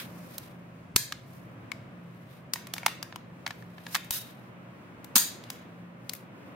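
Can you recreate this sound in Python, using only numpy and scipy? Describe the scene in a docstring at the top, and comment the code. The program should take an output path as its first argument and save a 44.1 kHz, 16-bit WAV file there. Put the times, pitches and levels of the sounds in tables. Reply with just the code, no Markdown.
"""Sharp metal snaps, taps and slides: a steel pistol handled close to a phone in a small furnished room.
Each contact is a short rattle of colliding edges plus two knocks, echoed by the walls. The slide rings
when it locks home and, harder, when the hammer falls. Fingers rub the grip, a few puffs and jolts
reach the phone, and a fan hums faintly under the room noise."""
import sys
import numpy as np
from scipy import signal
from scipy.fft import rfft, irfft
from scipy.io import wavfile
from scipy.ndimage import uniform_filter1d

SR = 44100
rng = np.random.default_rng(int(sys.argv[2]) if len(sys.argv) > 2 else 0)


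def to_wav(s):
    """Save 16-bit WAV."""
    ch = np.atleast_2d(s).T  # columns
    pcm = np.round(np.clip(ch, -1, 1) * 32767)  # PCM
    wavfile.write(sys.argv[1], SR, pcm.astype(np.int16))


N = 288855
T = np.arange(N) / SR
SIDE_SIGN = np.array([[1], [-1]])  # left, right


def amp(db):
    return 10 ** (np.asarray(db) / 20)


def unit_rms(x):
    return x / np.sqrt(np.mean(x ** 2))


def fade(t, t60_s):
    """Exponential decay, -60 dB at t60_s."""
    return np.exp(-np.log(1000) * t / max(t60_s, 1e-3))


def on_bins(table, size):
    """Interpolate (Hz, value) rows onto FFT bins."""
    hz, value = np.transpose(table)
    return np.interp(np.log(np.fft.rfftfreq(size, 1 / SR) + 1), np.log(hz + 1), value)


def colour(x, table):
    """Filter by (Hz, dB) rows."""
    size = x.shape[-1]
    return irfft(rfft(x) * amp(on_bins(table, size)), size)


def noise_band(hz, width_hz):
    """Noise through one resonance."""
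    return unit_rms(signal.lfilter(*signal.iirpeak(hz, hz / width_hz, fs=SR), rng.standard_normal(N)))


def wander(rate_hz):
    """Random steps, smoothed twice."""
    hold = int(SR / rate_hz)
    steps = np.repeat(rng.standard_normal(N // hold + 1), hold)
    return uniform_filter1d(uniform_filter1d(steps, hold), hold)[:N]


def stereo(mid, side, correlation):
    return np.sqrt(1 + correlation) * mid + np.sqrt(1 - correlation) * SIDE_SIGN * side


def add(out, start_s, x):
    i = int(start_s * SR)
    out[..., i:i + x.shape[-1]] += x[..., :N - i]


def room_noise():
    """Slowly swelling noise, alike left and right in the bass; the treble flickers."""
    # Noise spectrum. Each row: frequency in Hz, relative density in dB.
    spectrum = [(15, -81.5), (25, -53), (85, -21.5), (114, -6), (171, -9), (196, -3.5), (337, -9.5),
                (441, -15), (548, -10), (893, -18.5), (995, -15), (2570, -24), (4660, -43),
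                (13800, -52.5), (16200, -49.5)]
    # Stereo likeness. Each row: frequency in Hz, left-right correlation.
    likeness = [(60, 0.87), (130, 0.86), (290, 0.73), (640, 0.49), (1410, -0.16), (3100, 0.05),
                (6820, -0.76), (15000, 1)]
    correlation = np.clip(on_bins(likeness, N), -.95, .98)
    mid, side = rfft(rng.standard_normal((2, N)))
    noise = unit_rms(colour(irfft(stereo(mid, side, correlation), N), spectrum))
    treble = colour(noise, [(2500, -40), (4500, 0), (16000, 0)])
    flicker_db = 2.5 + 2.5 * wander(12)
    noise = noise + treble * (amp(flicker_db) - 1)
    return amp(-50.5 + 1.5 * wander(3)) * noise


def fan_hum():
    """A wavering fan tone over two lower bands of rumble."""
    # Hum levels. Each row: time in seconds, tone in dB, rumble in dB.
    levels = [(0, -54, -50), (.27, -50, -55), (.42, -60.5, -51), (.6, -48.5, -56.5), (.95, -57.5, -49),
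              (1.5, -54, -53.5), (1.81, -72, -48.5), (1.95, -51, -53), (2.25, -53, -53.5),
              (3.1, -56, -56.5), (3.6, -55.5, -53), (3.9, -52.5, -56), (4.25, -60, -56), (4.6, -54.5, -57),
              (5.1, -62, -53.5), (5.5, -56, -57.5), (5.9, -50, -56.5), (6.55, -64, -61)]
    time_s, tone_db, rumble_db = np.transpose(levels)
    tone_hz = 174.5 + 3 * wander(8)
    tone = np.sqrt(2) * np.sin(2 * np.pi * np.cumsum(tone_hz) / SR)
    rumble = unit_rms(noise_band(127.5, width_hz=15) + 0.65 * noise_band(111.5, width_hz=12))
    flutter_db = 3 * wander(11)
    tone_gain = amp(np.interp(T, time_s, tone_db) + flutter_db)
    return tone_gain * tone + amp(np.interp(T, time_s, rumble_db)) * rumble


def rubbing():
    """Skin slides on steel: grainy hiss and a duller scuff. Strokes swell, hold and die away. The scene also
    opens on a fading hiss, and another hiss trails the snap at 0.38 s."""
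    # Strokes. Each row: time of full level in seconds, hold in seconds, level in dB, swell and decay
    # in seconds per 20 dB (sign ignored), scuff relative to hiss in dB.
    strokes = [(0, 0.021, -51, .05, 0.07, 2.5), (0.196, 0.019, -66, -0.4, -0.3, -22),
               (0.312, 0.18, -70, -0.1, 0.08, 5), (.405, 0, -59.5, -0.7, 0.17, -8),
               (.44, 0, -80, 8, 0.6, -9), (1.329, 0.035, -63.5, 0.3, 0.24, -8),
               (2.335, 0.033, -64.5, 0.37, .1, 2.5), (3.59, 0.022, -66.5, 0.3, .04, -6),
               (3.868, 0.0041, -60.5, 0.28, 0.26, 1), (3.94, 0.031, -40.5, 0.05, -0.0073, -9.5),
               (4.04, .01, -58, 0, .05, -6), (4.126, .045, -32.5, 0, .06, -12.5),
               (4.26, 0.052, -59.5, -0.05, 0.18, 0.5), (5.55, 0, -67, 0.33, 0.21, 11.5),
               (6.165, 0, -52, 0.11, -0.08, -8.5), (6.458, 0.01654, -72, 0, .2, -2.5)]
    # Hiss spectrum. Each row: frequency in Hz, relative density in dB.
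    hiss_spectrum = [(4000, -13), (5000, -3.5), (8200, -9.5), (9700, -1), (11000, -15), (12400, 0.5),
                     (15500, -7.5)]
    grain = amp(2.5 * wander(150) + 1.6 * wander(25))
    mid, side = rng.standard_normal((2, N))
    friction = grain * stereo(mid, side, correlation=0)
    hiss = unit_rms(colour(friction, [(2500, -56)] + list(hiss_spectrum)))
    scuff = unit_rms(colour(friction, [(500, -23), (1500, -1), (4000, -4), (6000, -36.5)]))
    out = np.zeros((2, N))
    for full_s, hold_s, db, swell_s, decay_s, scuff_db in strokes:
        drop_db = 20 * np.where(T < full_s, (full_s - T) / abs(swell_s),
                                np.maximum(T - full_s - hold_s, 0) / abs(decay_s))
        out += amp(db - drop_db) * (hiss + amp(scuff_db) * scuff)
    return out


def thumps():
    """Air puffs and jolts at the phone: pressure builds, lets go and swings out, heavily damped."""
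    # Each row: time in seconds, level in dB, build-up in seconds, pitch in Hz, T60 in seconds,
    # right gain relative to left.
    jolts = [(0.9623, -16.5, 0.0047, 400, 0.013, 0.4), (4.108, -30, 0.003, 60.71, 0.026, -.3),
             (5.161, -20.5, 0.00077, 224.6, 0.039, 0.51)]
    out, t = np.zeros((2, N)), np.arange(-512, 8192) / SR
    for time_s, db, build_s, hz, t60_s, right_gain in jolts:
        build = np.clip(1 + t / build_s, 0, 1)
        swing = np.cos(2 * np.pi * hz * t) * fade(np.abs(t), t60_s)
        add(out, time_s + t[0], amp(db) * np.array([[1], [right_gain]]) * np.where(t < 0, build, swing))
    return out


def wall_echoes(send):
    """Dense echoes that build up after the first wall and last longest in the midrange."""
    # Echo spectrum. Each row: frequency in Hz, relative level in dB.
    spectrum = [(300, -17), (1000, -4), (2000, -0.5), (4000, -3), (8000, -4), (12000, -2), (15500, -1.5)]
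    # Room decay. Each row: frequency in Hz, T60 in seconds.
    decay_times = [(500, 0.16), (1500, .45), (4000, .45), (8000, 0.33), (14000, 0.24)]
    first_wall_s, early_gain, echo_db = .013, .55, -7.5
    t = np.arange(int(.7 * SR)) / SR
    mid, side = colour(rng.standard_normal((2, len(t))), spectrum)
    _, frame_s, frames = signal.stft(stereo(mid, side, correlation=0.23), SR, nperseg=256)
    decay = np.exp(-np.log(1000) * frame_s / on_bins(decay_times, size=256)[:, None])
    tail = signal.istft(frames * decay, SR, nperseg=256)[1][:, :len(t)]
    tail *= early_gain + (1 - early_gain) / (1 + np.exp(-(t - first_wall_s) / 2e-3))
    tail /= np.sqrt(np.sum(tail ** 2) / 2)
    return amp(echo_db) * signal.fftconvolve(send[None], tail, axes=1)[:, :N]


def slide_ring(blows):
    """Blows ring the hand-damped slide; each microphone port gets its modes with random signs."""
    # Steel modes. 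Each row: frequency in Hz, level in dB, T60 in seconds.
    steel_modes = [(3300, -8, .015), (3750, -7, .015), (4100, -7, .015), (4600, -9, .015),
                   (5300, -12, .012), (6080, -9, .03), (6200, -10, .03), (6580, -6, .03), (6830, -5, .03),
                   (7030, -7, .04), (8740, -8, .05), (8860, -8, .06), (9010, -9, .05), (9600, -11, .02),
                   (12070, -6, .04), (12280, -5, .04), (12490, -5, .04), (13800, -9, .02), (14450, -7, .02)]
    t = np.arange(SR // 4) / SR
    modes = np.array([amp(db) * fade(t, t60_s) * np.sin(2 * np.pi * hz * t)
                      for hz, db, t60_s in steel_modes])
    port_gains = amp(2 * SIDE_SIGN) * rng.choice([-1, 1], (2, len(steel_modes)))
    return signal.fftconvolve(blows[None], port_gains @ modes, axes=1)[:, :N]


def knock(t, hz, db, t60_cycles):
    """One struck mode: swings up within a cycle, then decays."""
    envelope = np.clip(t * hz, 0, 1) * fade(np.abs(t), t60_cycles / hz)
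    return amp(db) * envelope * np.sin(2 * np.pi * hz * t)


def small_modes(x, count=120, spread_db=3.5):
    """Many small modes add random spectral peaks and dips."""
    hz = np.linspace(0, SR / 2, count)
    return colour(x, list(zip(hz, spread_db * rng.standard_normal(count))))


def chatter_spectrum(envelope):
    """Colliding edges: a whitened noise burst, partly shared by the two ports."""
    noise = rng.standard_normal((3, len(envelope)))
    spectrum = rfft((noise[0] + 1.2 * noise[1:]) * envelope)
    return spectrum / np.sqrt(uniform_filter1d(np.abs(spectrum) ** 2, size=50))


def contacts():
    """Steel edges scrape in, meet and chatter out. Returns direct sound, slide blows and echo send."""
    # Contacts. Each row: time in seconds, level in dB, tilt in dB per octave going down and going up
    # from the knee, hollow knock in Hz and relative dB, edge knock in Hz and relative dB,
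    # left minus right in dB, echo send in dB.
    clicks = [(0.3809, -18.5, -5, 4, 870.2, -25.5, 4030, -12, -1, -21),
              (0.9611, 0, -3.5, -2, 1350, -14.5, 4300, -10, -1.5, -9),
              (1.1222, -18.5, -1, -10.5, 1225, -8, 1640, -12, 0.5, -13.5),
              (1.7167, -27.5, -4.5, -8.5, 1103, -1, 2230, 6.5, 9, -9.5),
              (2.535, -10.5, -5.5, -1.5, 1067, -25, 4844, -9.5, 2, -12),
              (2.5575, -24.5, 5.5, -6, 1480, -18, 1870, -5, -4, -2.5),
              (2.6692, -30, 1, -2.5, 1020, -12, 2150, -13, 2, -8),
              (2.7366, -16.5, -2.5, -3, 721.6, -17.5, 3630, -12, 0, -7),
              (2.764, -31, 5, -11.5, 905, -10, 1640, -11, 2, -4),
              (2.7805, -24, 2.5, -5, 1210, -20, 2230, -4.5, 2, -8),
              (2.8309, -30.5, 7.5, -7.5, 676.2, -7, 2240, 1, 0, 3),
              (2.8623, -5, 1, -3.5, 890, -3.5, 2180, -8.5, 0, -12.5),
              (2.8804, -26, 4, -12.5, 800, -18, 2200, -14, 16, -11),
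              (3.027, -22, 1, -3.5, 905, -29, 4770, -0.5, 4.5, -9),
              (3.1242, -31.5, 2.5, -23, 1434, -13, 1760, -4, -1, -9),
              (3.1586, -26.5, 3, -5, 1018, -2.5, 2940, -8.5, 2.5, -13),
              (3.4639, -15.5, 1.5, -13.5, 1500, -3.5, 1690, -12.5, -1, -12.5),
              (3.4754, -25.5, 4, -3, 1220, -19, 2180, -3.5, 5, -6),
              (3.5063, -22.5, 4, -12, 1500, -5, 1760, -4, 0, -26),
              (3.6231, -38, 7, -7.5, 1340, -16, 1750, -1, -0.5, -11.5),
              (3.7812, -33.5, 5.5, -19, 1407, -21.5, 1720, -6, 0, -9),
              (3.8655, -26.5, 1, -12.5, 1010, -20, 1663, -6.5, 2, -6),
              (3.9458, -14.5, 1.5, -5, 1170, -29.5, 2196, -9, -3, -4.5),
              (3.9504, -10.5, -2, -5.5, 1230, -7.5, 1607, -10.5, 5.5, -18),
              (3.9584, -19.5, -0.5, -15, 1170, -2, 1813, -3.5, -8, -20),
              (4.0454, -36, 4, 3, 1050, -18.5, 1890, -9, 1, -8),
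              (4.107, -10.5, -3.5, 2, 1002, -18, 4970, -21, 1, 0.5),
              (5.0438, -30, 2.5, 1.5, 748, -20.5, 3500, -13, 5.5, -9.5),
              (5.1567, -2.5, -2.5, 1, 1370, -23, 5200, -5.5, -6, -1),
              (5.1619, -6.5, -1.5, 1.5, 1045, -15, 4100, -19, 15, -2.5),
              (5.1644, -7.5, 0.5, 1.5, 930, -15.5, 3314, -13, -6.5, 1),
              (5.1704, -5, -4, 15, 1427, -23, 4200, -12, -2, -8.5),
              (5.1794, -5, -8, 7.5, 900, -28.5, 3520, -11, 0, 2),
              (5.4379, -35.5, -4, -8, 671, -25, 3459, -5, 4, -4),
              (5.5013, -20.5, -2, -1.5, 1270, -18, 4996, -6, 1, -7),
              (6.0939, -18.5, -5.5, -4.5, 1088, -20.5, 4440, -8, 3.5, -14.5),
              (6.1339, -22.5, -3, 4.5, 1312, -26.5, 2156, -12, 13, -10),
              (6.15, -29.5, 0.5, 5, 972, -24, 2540, -14.5, 4, -16)]
    # Small parts radiate no bass. Each row: frequency in Hz, gain in dB.
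    radiation = [(350, -44), (560, -15.5), (750, -2), (900, 0.5), (6000, -0.5), (9000, -3), (13500, 0.5),
                 (16500, -3)]
    knee_hz = 4165
    lock_s, hammer_s = (.95, .97), (5.15, 5.19)  # from, to
    direct, blows, send = np.zeros((2, N)), np.zeros(N), np.zeros(N)
    t = np.arange(-256, 3840) / SR
    octaves = np.log2((np.fft.rfftfreq(len(t), 1 / SR) + 1) / knee_hz)
    for time_s, db, down_db, up_db, hollow_hz, hollow_db, edge_hz, edge_db, pan_db, send_db in clicks:
        is_lock = lock_s[0] < time_s < lock_s[1]
        is_hammer = hammer_s[0] < time_s < hammer_s[1]
        build_s, t60_s = (.00091, .012) if is_hammer else (.00055, .017)
        envelope = np.where(t < 0, np.exp(t / build_s), fade(np.abs(t), t60_s))
        chatter = chatter_spectrum(envelope)
        tilt_db = np.where(octaves < 0, down_db * np.minimum(-octaves, 2.2), up_db * octaves)
        rattle = irfft(chatter * amp(tilt_db + on_bins(radiation, len(t))), len(t))
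        rattle = unit_rms(rattle) * np.sqrt(np.mean(envelope ** 2))
        knocks = knock(t, hollow_hz, hollow_db, t60_cycles=15.3)
        knocks += knock(t, edge_hz, edge_db, t60_cycles=36)
        start_s = time_s + 0.0011 + t[0]
        add(direct, start_s, amp(db + SIDE_SIGN * pan_db / 2) * (amp(-6.5) * rattle + knocks))
        ring_gain = is_hammer * amp(-13) + is_lock * amp(-21.5)
        add(blows, start_s, ring_gain * amp(db) * irfft(chatter[0], len(t)))
        wall_rattle = small_modes(rattle[0]) * (t > -3e-3)
        add(send, start_s, amp(db + send_db) * (0.77 * wall_rattle + 0.79 * knocks))
    return direct, blows, send


def scene():
    direct, blows, send = contacts()
    ring = slide_ring(blows)
    echoes = wall_echoes(send + 1.3 * ring[0])
    return direct + ring + echoes + thumps() + rubbing() + room_noise() + fan_hum()


def record(dry):
    """The phone loses the deepest bass, rounds the loudest peaks and cuts the top treble."""
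    # Overall tone: deepest bass softened, treble cut off steeply above 16 kHz.
    # Each row: frequency in Hz, gain in dB.
    overall_tone = [(20, -5), (70, 0), (15750, 0), (16050, -24), (17000, -25.5)]
    cutoff_hz = 16600
    rounded = np.tanh(colour(dry, overall_tone))
    return signal.sosfilt(signal.ellip(10, .2, 80, cutoff_hz, fs=SR, output="sos"), rounded)


dry = scene()
out = record(dry)
to_wav(out)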